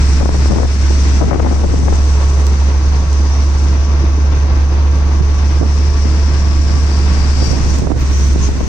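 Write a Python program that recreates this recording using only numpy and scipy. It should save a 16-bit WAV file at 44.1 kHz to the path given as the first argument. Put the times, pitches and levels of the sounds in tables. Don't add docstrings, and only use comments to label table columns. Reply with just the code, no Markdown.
import sys
import numpy as np
from scipy import signal
from scipy.fft import rfft, irfft
from scipy.io import wavfile
from scipy.ndimage import uniform_filter1d, minimum_filter1d

SR = 44100
rng = np.random.default_rng(int(sys.argv[2]) if len(sys.argv) > 2 else 0)


def master(y):
    cut = np.clip(np.atleast_2d(y).T, -1, 1)
    pcm = np.round(cut * 32767)
    wavfile.write(sys.argv[1], SR, pcm.astype(np.int16))


N = 382770
TIME_S = np.arange(N) / SR

# time_s, firing_hz
ENGINE_SPEED = [(0.0, 69.1), (0.9, 69.1), (1.9, 69.9), (2.7, 70.05), (4.0, 70.9), (5.6, 71.6), (6.6, 71.65),
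                (7.3, 70.9), (7.7, 68.4), (8.1, 68.6), (8.68, 67.0)]
# time_s, level_db
BOOM_LEVEL = [(0, -9.5), (2.3, -11), (7.3, -11.5), (7.56, -16), (7.9, -11), (8.01, -13.5), (8.33, -10),
              (8.68, -17)]
# time_s, depth_db
BOOM_SAGS = [(.31, 3), (1.31, 7), (1.85, 3), (2.58, 2.5), (3.06, 5), (8.61, 5)]
# firing_multiple, left_db, right_db, slip_cycles
GEAR_TONES = [(1.974, -30, -33, .03), (4.04, -40, -36.5, .04), (4.93, -32, -32.5, 0.034),
              (5.96, -29, -32.5, 0.049), (9.33, -40.5, -32, 0.08), (14.05, -33.5, -40, .2),
              (15.9, -34, -30.5, 0.29), (22.12, -36, -38.5, .28)]
# time_s, level_db, clatter_db, pan_db
ROAR_LEVEL = [(0, -36, -1, 2), (1.1, -37.5, 0, 2), (2, -39.5, 3.5, 1), (3.6, -40.5, 3.5, 0.5),
              (4.1, -39.5, 3.5, -0.5), (5.1, -40, 3.5, -1), (6.4, -39.5, 1, 0.3), (7.1, -37.5, 1.5, 0),
              (8.68, -40.5, -2.5, -1.5)]
# freq_hz, left_db, right_db
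ROAR_SPECTRUM = [(8, -9.5, -5.5), (15, 8, 6.5), (28, -3, -2.5), (46, 1, 3), (81, -6.5, -4), (154, -6, -3),
                 (221, -9.5, -10.5), (365, -20, -19), (443, -17, -21.5), (576, -22.5, -25.5),
                 (1010, -20, -20.5), (1420, -24, -24.5), (1970, -22.5, -26.5), (3320, -32, -35),
                 (5000, -28.5, -35.5), (10300, -92, -73)]
# freq_hz, coherence
ROAR_COHERENCE = [(20, 0.52), (45, 0.73), (100, 1), (250, 0.95), (520, 0.66), (1070, 0.075), (2200, -0.1),
                  (4500, 0.038)]
# centre_hz, width_hz, left_db, right_db
PANEL_MODES = [(267.7, 22, 4.5, 4.5), (324.7, 38, 8.5, 7.5), (380, 20, 3.5, 4), (424, 29, 2, 4),
               (521, 30, 1, 6), (559, 26, 0.5, 6.5), (855, 25, 0.5, 2), (922, 29, 3.5, 2.5),
               (1084, 45, 2.5, 1), (1340, 48, 4.5, 1), (2600, 420, -0.5, 5.5), (3610, 88, 6.5, 1.5)]
# time_s, level_db
JOLTS = [(2.53, -16.5), (3.25, -17), (3.631, -17.5), (4.05, -15), (4.19, -13.5)]
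# freq_hz, level_db
JOLT_SPECTRUM = [(40, -10), (130, 0), (260, 8.5), (340, 7), (480, -23), (900, -10), (3000, -82)]
# time_s, peak_db, decay_s, bright_db, pan_db
FITTING_TICKS = [(2.4672, -16, .00012, -4, -19), (2.4686, -9, .00015, -6, -20),
                 (2.4718, -29, .0003, 4, -20), (3.129, -21, .002, -16, -8), (7.786, -21, .004, -5, -17),
                 (8.332, -22, .002, -7, -15)]
# freq_hz, level_db
TICK_SPECTRUM = [(1000, -22), (4500, -3), (6500, 1), (9000, -8), (10500, -24), (13000, -12), (15500, -11)]

# time_s, level_db, pan_db
HISS_LEVEL = [(0, -32, 2), (1.1, -32.5, 4.5), (1.45, -35, 3), (2.05, -35.5, 2.5), (2.9, -38.5, 3),
              (3.6, -37, 4), (3.9, -38.5, 11.5), (4.85, -42, 8.5), (5.6, -37, 12), (7.33, -33.5, 9),
              (7.44, -30.5, 8), (7.6, -34, 8.5), (7.79, -33.5, 2.5), (7.93, -36.5, 3), (8.03, -37, 2),
              (8.24, -33, 2.5), (8.38, -36, 3), (8.45, -31.5, 6), (8.52, -37, 0), (8.68, -33.5, 6)]
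# time_s, left_hump_hz, left_sizzle_db, right_sizzle_db
HISS_EDGE = [(0, 5500, -14.5, -5.5), (2.4, 5960, -20, -5), (2.9, 5810, -16, -11), (3.6, 5710, -17, -7),
             (4.8, 5850, -13.5, -6), (5.8, 5300, -9.5, -4.5), (7.4, 5250, -7, -3.5), (8.1, 5960, -13, -7),
             (8.68, 6120, -15.5, -7)]
# freq_hz, left_db, right_db
HISS_SPECTRUM = [(1500, -12, -26), (2630, -5, -14), (4030, -9.5, -2), (4370, -4.5, 1), (4770, -2.5, -1.5),
                 (5570, 3.5, 3.5), (6100, 5.5, 2), (5980, 4.5, -3), (7300, -3, 5.5), (8370, -4, 2.5),
                 (9360, -17, -5), (9940, -22, -18.5), (10300, -29, -34.5), (13800, -34, -17.5),
                 (15800, -40, -37.5)]
# start_s, length_s, turbulence_db, pressure_db, port (0 left, 1 right)
WIND_GUSTS = [(.2, 0.22, -12.5, -7, 0), (.49, 0.17, -3, -5, 0), (.66, 0.17, -29, -4, 0),
              (1.21, 0.28, -7, -5, 0), (1.5, 0.35, -16, -5.5, 0), (5.59, 0.076, -12, -9, 1),
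              (6.7, 0.1, -14.5, -20, 1), (7.44, 0.34, -13, -15, 1), (7.814, 0.16, -5.5, 1, 1),
              (8.33, 0.059, -13, -9, 1), (8.49, 0.23, -14.5, -3.5, 0)]
# time_s, left_db, right_db
BREEZE_LEVEL = [(0, -32.5, -52), (1.9, -5.5, -41), (2.1, -42.5, -64), (4.9, -35, -42), (6.6, -40, -19),
                (7.3, -20, -38), (8.68, -16.5, -14)]
# freq_hz, level_db
TURBULENCE_SPECTRUM = [(10, -1), (30, 5.5), (100, 6), (300, -2.5), (500, -11.5), (800, -16.5),
                       (1200, -27.5), (2000, -30.5), (3200, -53), (7000, -80)]
# time_s, level_db, width_s, centre_hz, port (0 left, 1 right)
EDDY_HITS = [(0.21, -10.5, 0.013, 338, 0), (0.229, -9, 0.005, 360, 0), (0.258, -5, 0.0042, 360, 0),
             (0.292, 2, 0.0012, 340, 0), (0.346, -12.5, 0.0086, 330, 0), (0.459, -8, 0.0025, 380, 0),
             (0.512, -10, 0.006, 400, 0), (0.522, -6, 0.0039, 420, 0), (0.534, -10, 0.008, 340, 0),
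             (0.562, -5, 0.0025, 330, 0), (0.585, -7.5, 0.0097, 370, 0), (0.602, -4.5, 0.0072, 230, 0),
             (0.623, -12, 0.005, 320, 0), (0.633, -4.5, 0.0046, 400, 0), (0.654, -11, 0.0034, 300, 0),
             (0.908, -11, 0.009, 230, 0), (1.218, -6, 0.018, 344, 0), (1.24, -8.5, 0.007, 340, 0),
             (1.313, -2, 0.0057, 387, 0), (1.322, -2, 0.0037, 410, 0), (1.332, 0, 0.0055, 462, 0),
             (1.345, -2, 0.0057, 380, 0), (1.36, -7, 0.0072, 360, 0), (1.401, -2, 0.0075, 440, 0),
             (1.43, -11, 0.0073, 320, 0), (1.448, -4, 0.0029, 320, 0), (1.466, -6, 0.0082, 390, 0),
             (1.514, -7, 0.007, 260, 0), (1.528, -10.5, 0.011, 320, 0), (1.563, -10, 0.0022, 360, 0),
             (1.642, -7, 0.016, 280, 0), (1.742, -9, 0.0061, 240, 0), (1.883, -6, 0.0073, 450, 0),
             (1.927, -11, 0.0064, 400, 0), (5.208, -5, 0.012, 115, 1), (5.617, -4.5, 0.0069, 220, 1),
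             (5.632, -6.5, 0.009, 220, 1), (6.054, -14, 0.012, 130, 0), (7.423, -10.5, 0.0082, 210, 1),
             (7.533, -12, 0.006, 200, 1), (7.792, -11, 0.012, 170, 0), (7.823, -5, 0.01, 119, 1),
             (7.872, -3, 0.0063, 300, 1), (7.906, -1, 0.01, 210, 1), (7.918, 2, 0.0064, 262, 1),
             (8.361, -1, 0.003, 190, 1), (8.491, -10, 0.0062, 249, 0), (8.611, -7.5, 0.0076, 250, 0)]
# centre_multiple, level_db
EDDY_SPECTRUM = [(.07, -29), (.45, 4.5), (1, 5.5), (2, 0), (3.2, -7.5), (5, -18), (7.5, -31), (11, -45),
                 (25, -87)]
# start_s, length_s, pitch_hz, width_hz, level_db, pan_db
EDGE_WHISTLES = [(2.42, 0.84, 4480, 45, -52, 5), (2.85, 0.45, 4790, 45, -48, 6),
                 (3.117, 0.33, 5730, 600, -40, -12), (6.682, .62, 4700, 100, -39.5, 11),
                 (7.325, 0.24, 4700, 90, -34, 15), (5.7, 1.9, 5600, 110, -45.5, 9),
                 (7.39, 0.19, 5550, 500, -34, 10), (7.684, 0.028, 6000, 600, -28, 10),
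                 (7.728, 0.087, 6370, 705, -43, -8), (8.128, .13, 6085, 600, -33.5, -4),
                 (8.42, 0.049, 6300, 700, -31, -2)]
# freq_hz, level_db
RUMBLE_SPECTRUM = [(5, -18.5), (15, 11), (45, 0.5), (110, -12.5), (300, -44), (1000, -94.5)]
# time_s, level_db
FIZZ_LEVEL = [(6.4, -85), (7.35, -68), (7.5, -62), (7.79, -64), (7.88, -76), (8.0, -63), (8.24, -57),
              (8.34, -64), (8.44, -58), (8.68, -68)]


def firing_cycles(jitter_cycles=0.004):
    return np.cumsum(follow(ENGINE_SPEED)[0]) / SR + jitter_cycles * drift(27)


def exhaust(cycles, gain_db=1, pan_db=-1.5, left_lead_s=0.00044, sag_s=0.014, throb_db=0.7):
    sag_db = sum(depth_db * np.exp(-((TIME_S - time_s) / sag_s) ** 2) for time_s, depth_db in BOOM_SAGS)
    level_db = follow(BOOM_LEVEL)[0] - sag_db + gain_db + throb_db * drift(29)
    left_cycles = cycles + left_lead_s * follow(ENGINE_SPEED)[0]
    boom = np.sqrt(2) * np.sin(2 * np.pi * np.array([left_cycles, cycles]))
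    return boom * pan(pan_db) * amp(level_db)


def gears(cycles, gain_db=-13, waver_db=3):
    out = np.zeros((2, N))
    for multiple, left_db, right_db, slip_cycles in GEAR_TONES:
        tone = np.sqrt(2) * np.sin(2 * np.pi * (multiple * cycles + slip_cycles * drift(23)))
        out += tone * amp([[left_db], [right_db]]) * amp(gain_db + waver_db * drift(11))
    return out


def road_roar(gain_db=16, shake_db=1.16, clatter_band_hz=(300, 1400), rattle_db=0.52):
    freq_hz = np.fft.rfftfreq(N, 1 / SR)
    left, independent = rfft(rng.standard_normal((2, N)))
    coherence = np.clip(colour(ROAR_COHERENCE, freq_hz)[0], -1, 1)
    right = coherence * left + np.sqrt(1 - coherence ** 2) * independent
    shape_db = colour(ROAR_SPECTRUM, freq_hz)
    for centre_hz, width_hz, left_db, right_db in PANEL_MODES:
        shape_db += np.array([[left_db], [right_db]]) / (1 + (2 * (freq_hz - centre_hz) / width_hz) ** 2)
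    roar = unit(irfft(np.array([left, right]) * amp(shape_db), N))
    level_db, clatter_db, pan_db = follow(ROAR_LEVEL)
    clatter = butterworth(roar, 2, clatter_band_hz, "band")
    roar += clatter * (amp(clatter_db - rattle_db * drift(22)) - 1)
    return roar * np.sqrt(2) * pan(pan_db) * amp(level_db + gain_db + shake_db * drift(28))


def putter(cycles):
    return 1 + 0.04 * np.cos(2 * np.pi * cycles) + 0.08 * np.cos(4 * np.pi * cycles)


def jolts(gain_db=4, decay_s=0.0074, lead_s=0.013, size=8192):
    out = np.zeros((2, N))
    age = np.arange(size) / SR / decay_s
    for time_s, level_db in JOLTS:
        thud = unit(tint(rng.standard_normal(size), JOLT_SPECTRUM)) * np.sqrt(age) * np.exp(-age)
        add(out, time_s - lead_s, thud * amp(level_db + gain_db))
    return out


def fittings(ring_top_hz=9500, bright_from_hz=11000, size=2048):
    out = np.zeros((2, N))
    t_s = (np.arange(size) - size / 2) / SR
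    for time_s, peak_db, decay_s, bright_db, pan_db in FITTING_TICKS:
        envelope = (t_s >= 0) * np.exp(-abs(t_s) / decay_s)
        tick = tint(puff(envelope), TICK_SPECTRUM)
        tick = tint(tick, [(ring_top_hz, 0), (bright_from_hz, bright_db)])
        add(out, time_s + t_s[0], pan(pan_db) * tick / abs(tick).max() * amp(peak_db))
    return out


def airstream(gain_db=3, flutter_db=1, ridge_db=1.4, rest_hump_hz=5700, sizzle_ramp_hz=(6300, 7300)):
    freq_hz, frame_s, noise = signal.stft(rng.standard_normal((2, N)), SR, nperseg=1024)
    hump_hz, *sizzle_db = follow(HISS_EDGE, frame_s)
    treble = np.interp(freq_hz, sizzle_ramp_hz, [0, 1])[:, None]
    shape_db = colour(HISS_SPECTRUM, freq_hz)[:, :, None] + np.zeros(len(frame_s))
    slid_db = colour(HISS_SPECTRUM, freq_hz[:, None] * rest_hump_hz / hump_hz)[0]
    shape_db[0] += (1 - treble) * (slid_db - shape_db[0])
    ridges = uniform_filter1d(rng.standard_normal(noise.shape), size=32, axis=2)
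    ridges = unit(uniform_filter1d(ridges, size=2, axis=1))
    shape = amp(shape_db + treble * np.array(sizzle_db)[:, None] + ridge_db * ridges)
    shape /= np.sqrt(np.mean(shape ** 2, axis=1, keepdims=True))
    hiss = unit(signal.istft(noise * shape, SR)[1][:, :N])
    level_db, pan_db = follow(HISS_LEVEL)
    return hiss * pan(pan_db) * amp(level_db + gain_db + flutter_db * drift(45))


def wind(gust_gain_db=-3, breeze_gain_db=-5):
    strength = amp(follow(BREEZE_LEVEL) + breeze_gain_db)
    pressure = np.zeros((2, N))
    for start_s, length_s, turbulence_db, pressure_db, port in WIND_GUSTS:
        envelope = gust_envelope(start_s, length_s)
        strength[port] = np.hypot(strength[port], envelope * amp(turbulence_db + gust_gain_db))
        pressure[port] += envelope * amp(pressure_db)
    return pressure + np.array([turbulence(), turbulence()]) * strength


def gust_envelope(start_s, length_s, rise_s=0.042, fall_s=0.036):
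    edges = np.minimum((TIME_S - start_s) / rise_s, (start_s + length_s - TIME_S) / fall_s)
    return np.sin(np.pi / 2 * np.clip(edges + 0.5, 0, 1)) ** 2


def turbulence(patchy_db=1.5, crackle_per_s=120, crackle_ratio=0.6):
    crackle = (rng.random(N) < crackle_per_s / SR) * rng.uniform(-1.06, 1, N)
    noise = rng.standard_normal(N) * amp(patchy_db * drift(70))
    return unit(tint(unit(noise) + crackle_ratio * unit(crackle), TURBULENCE_SPECTRUM))


def eddies(gain_db=1, rise_ratio=0.81, fall_ratio=1.06, push_db=-6, lag_s=0.019, push_s=0.012, size=4096):
    out = np.zeros((2, N))
    t_s = (np.arange(size) - size / 2) / SR
    push = amp(push_db) * np.exp(-((t_s - lag_s) / push_s) ** 2) * signal.windows.tukey(size)
    skew = np.where(t_s < 0, rise_ratio, fall_ratio)
    for time_s, level_db, width_s, centre_hz, port in EDDY_HITS:
        envelope = np.exp(-2 * (t_s / (width_s * skew)) ** 2)
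        slap = tint(puff(envelope), np.array(EDDY_SPECTRUM) * [centre_hz, 1])
        slap = unit(slap) * np.sqrt(np.mean(envelope ** 2))
        add(out[port], time_s + t_s[0], (slap + push) * amp(level_db + gain_db))
    return out


def whistles(wander_hz=12, flicker_db=4.5):
    out = np.zeros((2, N))
    detune_hz = wander_hz * drift(9)
    for start_s, length_s, pitch_hz, width_hz, level_db, pan_db in EDGE_WHISTLES:
        envelope = gust_envelope(start_s, length_s)
        on = envelope > 0
        baseband = butterworth(rng.standard_normal((2, 2, N)), 2, width_hz / 2, "low")[..., on]
        phase_rad = 2 * np.pi * np.cumsum(pitch_hz + detune_hz[on]) / SR
        band = baseband[0] * np.cos(phase_rad) + baseband[1] * np.sin(phase_rad)
        flicker = amp(flicker_db * drift(14)[on])
        out[:, on] += pan(pan_db) * unit(band * flicker) * envelope[on] * amp(level_db)
    return out


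def air_rumble(gain_db=-18, db_per_breeze_db=0.4):
    noise = np.array([unit(tint(rng.standard_normal(N), RUMBLE_SPECTRUM)) for port in range(2)])
    return noise * amp(gain_db + db_per_breeze_db * follow(BREEZE_LEVEL).max(axis=0))


def fizz(band_hz=(12000, 15500), flutter_db=4.5, pan_db=-9):
    noise = unit(butterworth(rng.standard_normal((2, N)), 4, band_hz, "band"))
    return noise * pan(pan_db) * amp(follow(FIZZ_LEVEL)[0] + flutter_db * drift(40))


def mic_overload(x, full_scale_db=5):
    return amp(full_scale_db) * np.tanh(x / amp(full_scale_db))


def gain_control(x, threshold_db=-9, slope=0.68, half_window_s=0.04):
    window = np.hanning(int(2 * half_window_s * SR))
    power = signal.oaconvolve(np.mean(x ** 2, axis=0), window / window.sum(), "same")
    over_db = np.maximum(10 * np.log10(abs(power) + 1e-12) - threshold_db, 0)
    return x * amp(-slope * over_db)


def limiter(x, ceiling_db=-1.2, recovery_db_per_s=220):
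    over_db = np.maximum(20 * np.log10(abs(x).max(axis=0) + 1e-9) - ceiling_db, 0)
    recovery_db = TIME_S * recovery_db_per_s
    held_db = np.maximum.accumulate(over_db + recovery_db) - recovery_db
    return x * amp(uniform_filter1d(minimum_filter1d(-held_db, size=128), size=128))


def amp(db):
    return 10 ** (np.asarray(db) / 20)


def unit(x):
    return x / np.sqrt(np.mean(x ** 2) + 1e-20)


def follow(table, at_s=TIME_S):
    time_s, *columns = np.transpose(table)
    return np.array([np.interp(at_s, time_s, column) for column in columns])


def colour(table, at_hz):
    freq_hz, *columns = np.transpose(table)
    return np.array([np.interp(np.log(at_hz + 1), np.log(freq_hz + 1), column) for column in columns])


def tint(x, table):
    gain_db = colour(table, np.fft.rfftfreq(len(x), 1 / SR))[0]
    return irfft(rfft(x) * amp(gain_db), len(x))


def butterworth(x, order, edge_hz, kind):
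    return signal.sosfilt(signal.butter(order, edge_hz, kind, fs=SR, output="sos"), x)


def drift(rate_hz):
    freq_hz = np.fft.rfftfreq(N, 1 / SR)
    return unit(irfft(rfft(rng.standard_normal(N)) / (1 + (freq_hz / rate_hz) ** 2) ** 2, N))


def puff(envelope):
    spectrum = rfft(rng.standard_normal(len(envelope)) * envelope)
    power = abs(uniform_filter1d(abs(spectrum) ** 2, size=32))
    return irfft(spectrum / np.sqrt(power + 1e-12), len(envelope))


def pan(pan_db):
    gains = amp(np.vstack([pan_db, -pan_db]) / 2)
    return gains / np.sqrt(np.mean(gains ** 2, axis=0))


def add(mix, start_s, sound):
    part = mix[..., max(round(start_s * SR), 0):][..., :sound.shape[-1]]
    part += sound[..., :part.shape[-1]]


def scene():
    cycles = firing_cycles()
    taxi = exhaust(cycles) + gears(cycles) + road_roar() * putter(cycles) + jolts() + fittings()
    air = airstream() + fizz() + whistles() + wind() + air_rumble() + mic_overload(eddies())
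    return taxi + air


def record(dry, low_cut_hz=13, high_cut_hz=15800):
    ducked = butterworth(gain_control(dry), 3, low_cut_hz, "high")
    lowpass = signal.firwin(511, high_cut_hz, window=("kaiser", 9), fs=SR)
    return signal.oaconvolve(limiter(ducked), lowpass[None], "same")


dry = scene()
out = record(dry)
master(out)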